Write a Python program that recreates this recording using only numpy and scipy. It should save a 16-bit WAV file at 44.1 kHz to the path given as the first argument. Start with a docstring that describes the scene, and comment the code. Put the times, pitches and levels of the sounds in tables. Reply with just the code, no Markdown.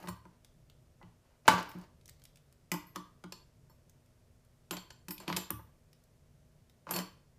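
"""Knocks, clinks and gritty slides: a small wrench on the steel hose fitting of a hand pump on a wooden floor.
Each tap is a noise crack that rings damped modes of fitting, pump tube and boards; the wrench clinks on its own.
Slides are dense random catches with grit; a stiff hose slaps once, handling ticks and the boards thud softly.
A quiet furnished room answers with a diffuse noise tail, over rumble, hum and microphone hiss."""
import sys
import numpy as np
from scipy import signal
from scipy.fft import rfft, irfft, next_fast_len
from scipy.io import wavfile
from scipy.ndimage import uniform_filter1d

SR = 44100
rng = np.random.default_rng(int(sys.argv[2]) if len(sys.argv) > 2 else 0)


def materialize(psi):
    """Save the field psi as 16-bit PCM at rate SR to the path in sys.argv[1].

    A 1-D psi becomes a single channel; in a 2-D psi each row is a channel.
    """
    bounded = np.clip(np.atleast_2d(psi).T, -1, 1)
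    quanta = np.round(bounded * 32767).astype(np.int16)
    wavfile.write(sys.argv[1], SR, quanta)


def ratio_of_db(decibels):
    """Turn decibels (scalar or array-like) into linear amplitude factors; 0 dB maps to 1."""
    return 10 ** (np.asarray(decibels, float) / 20)


N = 325458

# Wrench on fitting, levels before the layer trims. Each row: start in seconds, crack level in dB,
# then boards, tube and treble level in dB relative to the crack.
TAPS = [(0.0154, -60, 7, -7, -18), (0.0388, -53, 5, 15, -8), (0.0735, -33.5, -11.5, -3.5, -21),
        (0.0839, -34, -25, -3.5, -22), (0.087, -33.5, -10.5, -12, 13), (0.2528, -51.5, -3, 0.5, -19),
        (1.0143, -68.5, 1, 20, -14), (1.0285, -48.5, -8, -3.5, -53), (2.7169, -19, -16.5, -11.5, -6.5),
        (2.7393, -31.5, -6.5, 0, -1), (2.959, -28, -10.5, -5, -10.5), (3.239, -37.5, -5.5, -3, -23),
        (3.3229, -30.5, -31.5, -17, -19.5), (3.697, -66, -2, 8, -20), (4.7093, -23, -20, -14, -12),
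        (4.7319, -39, -12.5, -0.5, -25), (4.768, -31, -31, -20.5, -24), (4.9052, -36.5, -34, -16.5, -25),
        (5.0836, -31, -8, -11.5, -6), (5.1083, -30, -14, -11.5, -2), (5.18, -37.5, -25, -42, -17),
        (5.201, -42, -11, -6.5, 9), (5.2789, -25.5, -19, -11, -24), (5.2996, -27.5, -8, -5.5, -41),
        (5.3268, -23.5, -17.5, -14, -39), (5.3646, -21, -19.5, -20.5, -12), (5.3684, -19, -21, -20, -8.5),
        (5.5039, -30, -8, -5.5, -39), (5.5928, -65.5, 6, 19, -9.5), (6.8687, -43, -12.5, 4, -23),
        (6.8908, -36.5, -10.5, -4.5, -25), (6.9091, -23.5, -27, -10.5, 5), (6.9376, -28, -12, -15, -12),
        (6.9624, -21.5, -20, -21.5, 1), (6.9886, -25.5, -18, -32, -11)]
# Ringing modes of the pump tube. Each row: frequency in Hz, relative level in dB, t60 in seconds.
TUBE = [(355, -6, 0.13), (493, -6, 0.03), (566, -5.5, .06), (700, -9.5, .05), (861, -7.5, 0.13),
        (910, -5.5, 0.17), (1019.3, -1.5, 0.13), (1134, -4.5, 0.053), (1243, -7.5, 0.087),
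        (1417, -8.5, 0.059), (1611.5, -7, 0.056), (1963, -10.5, 0.067)]
# Ringing modes of the floor boards. Each row: frequency in Hz, relative level in dB, t60 in seconds.
BOARDS = [(72, -11.5, 0.49), (110.04, -10, 0.35), (161, -19.5, 0.096), (183.4, 2, .18), (230, -13.5, 0.13),
          (303.5, -8, 0.18), (345, -5, 0.099)]


def colour(noise, points):
    """Shape the spectrum of a noise by (Hz, dB) points, then bring it back to rms 1."""
    hz, db = np.transpose(points)
    size = next_fast_len(len(noise))
    f = np.fft.rfftfreq(size, 1 / SR) + 1
    gain = ratio_of_db(np.interp(np.log(f), np.log(hz), db))
    shaped = irfft(rfft(noise, size) * gain, size)[:len(noise)]
    return shaped / np.sqrt(np.mean(shaped ** 2))


def hump(hz, centre_hz, db_per_octave):
    """Levels in dB that fall away on both sides of a centre."""
    return -db_per_octave * np.abs(np.log2(np.asarray(hz) / centre_hz))


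def walk(rate):
    """Random levels, each held 1 / rate seconds, then smoothed twice into slow ramps."""
    hold = int(SR / rate)
    steps = np.repeat(rng.standard_normal(N // hold + 1), hold)
    return uniform_filter1d(uniform_filter1d(steps, hold), hold)[:N]


def ring(drive, hz, t60):
    """One damped mode as a resonator; a unit blow rings with amplitude near 1."""
    radius = np.exp(-np.log(1000) / (max(t60, .005) * SR))
    w = 2 * np.pi * hz / SR
    return signal.lfilter([np.sin(w)], [1, -2 * radius * np.cos(w), radius * radius], drive)


def strike(modes, s, db, scatter_db, push_ms, detune, flutter_db):
    """Blows at times s ring damped modes, with random scatter in each mode's level, phase and pitch.

    db is given per blow, or per mode and blow; detune is a share of the frequency."""
    hz, mode_db, t60 = np.transpose(modes)[:, :, None]
    out = np.zeros(N + SR)
    t = np.arange(int(SR * min(t60.max(), .5))) / SR
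    chance = rng.standard_normal((len(s), 3, len(modes), 1))
    db = np.broadcast_to(db, (len(modes), len(s)))
    # random level flutter roughens every ringing mode
    flutter = ratio_of_db(flutter_db * walk(120))
    start = rng.integers(0, N - len(t), (len(s), len(modes)))
    push_s = np.clip(np.broadcast_to(push_ms, len(s)), .1, 60) / 1000
    decay = np.exp(-np.log(1000) * t / np.maximum(t60, .005))
    for k, (level, pitch, phase) in enumerate(chance):
        fade = decay * (1 - np.exp(-t / push_s[k]))  # a longer push swells in more slowly
        tone = np.sin(2 * np.pi * (hz * (1 + detune * pitch) * t + phase))
        tone *= [flutter[i:i + len(t)] for i in start[k]]
        gain = ratio_of_db(db[:, k:k + 1] + mode_db + scatter_db * level)
        at = int(s[k] * SR)
        out[at:at + len(t)] += np.sum(gain * fade * tone, axis=0)
    return out[:N]


def add_burst(out, s, db, points, fall_s):
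    """Mix in a short coloured noise that falls exponentially with time constant fall_s."""
    at, t = int(s * SR), np.arange(2048) / SR
    burst = colour(rng.standard_normal(len(t)), points) * np.exp(-t / fall_s) * ratio_of_db(db)
    out[at:at + len(t)] += burst[:N - at]


def cracks():
    """Contact noise of each tap, as bright as the contact."""
    out = np.zeros(N)
    for s, db, _, tube_db, treble_db in TAPS:
        points = [(150, tube_db + 2.0), (1200, tube_db + 11.5), (3500, 0),
                  (7000, treble_db / 2 + 3.5), (13000, treble_db + 3.5)]
        add_burst(out, s, db - 8.5, points, fall_s=0.00392)
    return out


def taps():
    """Crack, then fitting, tube and boards ring; the boards take a longer, softer push."""
    # Modes of the steel fitting. Each row: frequency in Hz, relative level in dB, t60 in seconds.
    fitting_modes = [(2140, -13, 0.019), (2480, 7, 0.012), (3093, -4.5, 0.036), (5010, -1, 0.021),
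                     (5950, 0.5, 0.012), (7380, -4.5, 0.014), (9200, 2.5, 0.017), (11030, -2, 0.012)]
    s, db, boards_db, tube_db, treble_db = np.transpose(TAPS)
    scatter_db = 2.5
    # the tap's treble level comes in gradually from 3.5 to 13 kHz
    height = np.clip(np.log(np.array(fitting_modes)[:, :1] / 3500) / np.log(13000 / 3500), 0, 1)
    fitting_db = db - 15.5 + (treble_db + 4.0) * height
    fitting = strike(fitting_modes, s, fitting_db, scatter_db, 0.9, 0.03, scatter_db)
    tube = strike(TUBE, s, db + tube_db - 8.0, scatter_db, 0.49, 0.014, 2 * scatter_db)
    boards = strike(BOARDS[2:], s, db + boards_db + 3.5, scatter_db / 2, 10.2, 0.0087, scatter_db)
    return cracks() + fitting + tube + boards


def clinks():
    """A blow near a node of a bending mode hardly rings it; harder contact tilts the ring to the treble."""
    # Wrench modes. Each row: frequency in Hz, relative level in dB, t60 in seconds.
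    wrench_modes = [(4390, -9, .14), (4470, -11, .12), (5400, -9, .12), (7290, -4, .2), (7380, -6, .16),
                    (9700, -5, .14), (11580, 0, .22), (11760, -6, .12), (12520, 0, .1), (13230, -2, .22),
                    (15150, -3, .15)]
    # The loosely held wrench rings on. Each row: start in seconds, level in dB before the mode shape,
    # spot hit as a share of its length, tilt in dB per octave.
    blows = [(0.0874, -55, 0.414, -7), (1.69, -57.5, 0.638, -3), (2.7172, -44.5, 0.84, 3.5),
             (2.8684, -63.5, 0.936, 3), (2.9597, -57, 0.408, -14.0), (3.322, -51.5, 0.435, -20),
             (3.6973, -67.5, 0.804, -6), (4.7088, -44.5, 0.542, 0.2), (4.7686, -50.5, 0.41, -11.5),
             (4.903, -61, 0.422, -17), (5.084, -53, 0.636, -1.5), (5.1062, -40, 0.64, -1),
             (5.198, -53, 0.254, -15.5), (5.279, -49, 0.94, -7), (5.3253, -54, 0.654, -4),
             (5.364, -39, 0.422, -7), (6.9094, -40, 0.66, 2.5), (6.938, -39, 0.962, -8),
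             (6.9608, -39.5, 0.578, -11)]
    bending_hz, node_leak, tilt_centre_hz = 150, .03, 7300  # one half-wave fits the wrench at bending_hz
    s, db, spot, tilt_db = np.transpose(blows)
    hz = np.array(wrench_modes)[:, :1]
    half_waves = np.sqrt(hz / bending_hz)
    shape = np.abs(np.cos(np.pi * spot * half_waves)) + node_leak
    mode_db = db + 20 * np.log10(shape) + tilt_db * np.log2(hz / tilt_centre_hz)
    return strike(wrench_modes, s, mode_db, scatter_db=0.66, push_ms=0.14, detune=0.00163, flutter_db=5)


def slide():
    """Dense uneven catches of jaws and hose ring tube and boards; grit hisses along."""
    # One stroke a row, before the layer trims. Each row: time of full strength in seconds,
    # hold in seconds, level in dB, treble in dB relative to that level.
    strokes = [(0.002, 0.062, -49.5, -4.5), (0.081, 0.0054, -49, 7), (0.255, 0.09, -69, -23),
               (1.0, 0.12, -69, -26), (1.028, 0.0038, -72, -31), (1.24, .11, -67, -16.5),
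               (1.459, .018, -45.5, -26), (1.496, 0.042, -27.5, -10), (1.581, 0.011, -33, -19),
               (1.66, 0.18, -53, -11), (2.956, .004, -49, -4), (4.723, 0.014, -39.5, -19.5),
               (4.768, .006, -49.5, -21.5), (5.205, 0.031, -48, -12), (5.286, 0.0035, -32.5, -23),
               (5.365, 0.01, -34.5, -14), (6.876, .025, -49, -16), (6.908, 0.056, -38.5, -2),
               (6.959, 0.038, -35, -6)]
    # Grit spectrum. Each row: frequency in Hz, relative level in dB per Hz.
    grit_colour = [(150, -30.5), (250, -2.5), (889, -2), (1330, -8.5), (2990, -12.5), (3340, -20),
                   (4480, -15.5), (7000, -21.5), (9100, -43), (15400, -120)]
    rise_db_per_s, fall_db_per_s = 1799, 402
    t, gain, treble = np.arange(N) / SR, np.zeros(N), np.zeros(N)
    for s, held_s, db, treble_db in strokes:
        rise_db = rise_db_per_s * np.maximum(s - t, 0)
        fall_db = fall_db_per_s * np.maximum(t - s - held_s, 0)
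        stroke = ratio_of_db(db - rise_db - fall_db)
        gain += stroke
        treble += stroke * ratio_of_db(treble_db)
    happens = rng.random(N) < 2500 / SR  # about 2500 catches a second
    catches = rng.standard_normal(N) * ratio_of_db(2.6 * rng.exponential(size=N)) * happens
    catches = gain * ratio_of_db(5 * walk(60)) * catches / catches.std()
    body = sum(ratio_of_db(db) * ring(catches, hz, t60) for hz, db, t60 in TUBE + BOARDS[3:])
    grit = gain * colour(rng.standard_normal(N), grit_colour)
    hiss_colour = [(3000, -24.5), (8000, -4.5), (12000, -1.0), (15500, -1.5)]
    hiss = treble * colour(rng.standard_normal(N), hiss_colour)
    return ratio_of_db(-43.5) * body + ratio_of_db(2.9 * walk(150)) * (ratio_of_db(-9) * grit + ratio_of_db(-13) * hiss)


def slap():
    """The hose end lands flat on the floor: a broad noise slap and the short hollow ring of the hose."""
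    # Hose modes. Each row: frequency in Hz, relative level in dB, t60 in seconds.
    hose_modes = [(520, -13.5, .03), (695, -3.5, 0.011), (896, 2, 0.06), (995, -1, 0.035),
                  (1154, -4, 0.048), (1397, -1, 0.023), (1557, -2.5, 0.031), (1760, -2.5, .02),
                  (2710, -16.5, 0.028)]
    # Slap spectrum. Each row: frequency in Hz, relative level in dB per Hz.
    slap_colour = [(59, -41.5), (100, -14), (367, -13.5), (942, -9), (1880, -13), (3180, -20.5),
                   (5960, -24.5), (6480, -24.5), (15000, -35.5)]
    # The one landing: start in seconds, level in dB before the layer trims.
    landing = (1.4795, -2.5)
    s, db = landing
    out = strike(hose_modes, [s], db - 6.0, scatter_db=0.99, push_ms=1.6, detune=.004, flutter_db=1.8)
    add_burst(out, s, db - 9.5, slap_colour, fall_s=.008)
    return out


def ticks():
    """Dry little noise clicks, each with its brightest region, and one sharper snap."""
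    # Fingers, hose and jaws tick. Each row: start in seconds, level in dB, brightest frequency in Hz.
    clicks = [(0.447, -52.5, 3930), (0.6988, -56.5, 3500), (1.469, -56, 11200), (1.5983, -46, 5700),
              (1.6276, -43, 4500), (1.6914, -53, 3050), (1.7158, -49, 2040), (1.786, -56, 12500),
              (1.813, -57, 5050), (2.012, -63.5, 2496), (2.0574, -50.5, 7190), (2.079, -48.5, 6910),
              (2.0895, -51, 2250), (2.0944, -47.5, 7780), (2.1972, -62, 2980), (2.2188, -59, 2970),
              (2.2383, -51.5, 10040), (2.253, -48, 4890), (2.358, -55, 5030), (2.3716, -57.5, 3140),
              (2.5256, -59, 6170), (3.896, -56, 7650), (4.0604, -66, 6540), (4.4494, -65.5, 7880),
              (5.9306, -57, 5080), (6.0385, -64, 7440), (6.697, -58.5, 2730)]
    # The jaw snaps off the nut: start in seconds, level in dB, brightest frequency in Hz,
    # fall in dB per octave, contact in milliseconds.
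    snap = (5.5056, -19, 13200, 14, 1.0)
    fall_db_per_octave, click_contact_ms = 5.0, 2.97
    out, hz = np.zeros(N), np.geomspace(100, 16000, num=24)
    events = [(*click, fall_db_per_octave, click_contact_ms) for click in clicks] + [snap]
    for s, db, bright_hz, fall_db, contact_ms in events:
        add_burst(out, s, db, np.c_[hz, hump(hz, bright_hz, fall_db)], contact_ms / 1000)
    return out


def thuds():
    """Low thuds of the floor boards, some under the hose landing, its bounce and hard knocks."""
    # Each row: start in seconds, level in dB before the layer trim, brightest frequency in Hz,
    # push in milliseconds.
    blows = [(.09, -44.5, 99, 8.6), (1.038, -56, 103, 8.3), (1.488, -41, 170.2, 2.3),
             (1.497, -45.5, 105.3, 33), (1.75, -44.5, 230, 7.9), (4.71, -44, 340, 1.9),
             (4.741, -54, 170, 10), (5.279, -40.5, 317, 2), (5.299, -42.5, 74, 21), (5.515, -38, 94.2, 10)]
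    s, db, bright_hz, push_ms = np.transpose(blows)
    mode_db = db + 10.5 + hump(np.array(BOARDS)[:, :1], bright_hz, 9.1)
    return strike(BOARDS, s, mode_db, 1.5, push_ms, detune=.01, flutter_db=3)


def room(dry):
    """Diffuse noise tail, each band with its own decay, building up over a few milliseconds."""
    # Tail bands. Each row: centre in Hz, t60 in seconds, band gain in dB.
    bands = [(123, 0.27, -14.5), (310.8, .45, -10.5), (670, 0.33, -9), (1390, .42, -6), (3500, 0.38, -5),
             (6640, 0.25, -10), (13200, 0.31, -11.5)]
    t, tail = np.arange(SR // 2) / SR, 0
    for hz, t60, db in bands:
        sos = signal.butter(2, [hz / 1.5, min(hz * 1.5, .45 * SR)], "band", fs=SR, output="sos")
        band = signal.sosfilt(sos, rng.standard_normal(len(t)))
        fade = np.exp(-np.log(1000) * t / t60) * (1 - np.exp(-t / 0.002))
        tail = tail + ratio_of_db(db) * band * fade / np.sqrt(np.sum(fade ** 2))
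    # high-pass, as of a small microphone: little deep bass in the knocks
    dry = signal.sosfilt(signal.butter(3, 70, "high", fs=SR, output="sos"), dry)
    return dry + signal.oaconvolve(dry, tail)[:N]


def air():
    """Rumble that swells a little, appliance hum that wavers, steady hiss."""
    # Background spectrum. Each row: frequency in Hz, relative level in dB per Hz.
    air_colour = [(12, -34), (20, -0.5), (150, 2), (210, -13), (248, -7), (270, -20.5), (310, -12.5),
                  (624, -14), (780, -21.5), (897, -22), (3840, -31), (5380, -29.5), (11800, -34),
                  (14700, -38), (16000, -42)]
    # Hum partials. Each row: frequency in Hz, peak level in dB about which it wavers.
    hum_partials = [(26.9, -82), (123.8, -77), (150.7, -76.5), (242.2, -77.5), (629.8, -84.5)]
    t, noise = np.arange(N) / SR, colour(rng.standard_normal(N), air_colour)
    low = signal.sosfilt(signal.butter(2, 700, fs=SR, output="sos"), noise)
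    noise = noise + low * (ratio_of_db(2.2 * walk(6.1)) - 1)  # only the lows swell
    hum = sum(ratio_of_db(db + 1.0 * walk(14)) * np.sin(2 * np.pi * hz * t) for hz, db in hum_partials)
    return ratio_of_db(-65) * noise + hum


def scene():
    """Everything handled sounds in the room, over its air."""
    handled = taps() + clinks() + slap() + thuds() + slide() + ticks()
    return (room(handled) + air())[None]


def low_pass(x):
    """Removes everything above the highest recorded frequency."""
    return signal.sosfilt(signal.butter(12, 16640, fs=SR, output="sos"), x)


def record(dry):
    """A phone microphone that rounds loud peaks and cuts the very top."""
    rounding, top_hz = .9, 15250  # loud peaks bend towards 1 / rounding
    rounded = np.tanh(rounding * dry) / rounding
    finished = signal.sosfilt(signal.ellip(6, .3, 30, top_hz, fs=SR, output="sos"), rounded)
    return low_pass(finished)


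dry = scene()
out = record(dry)
materialize(out)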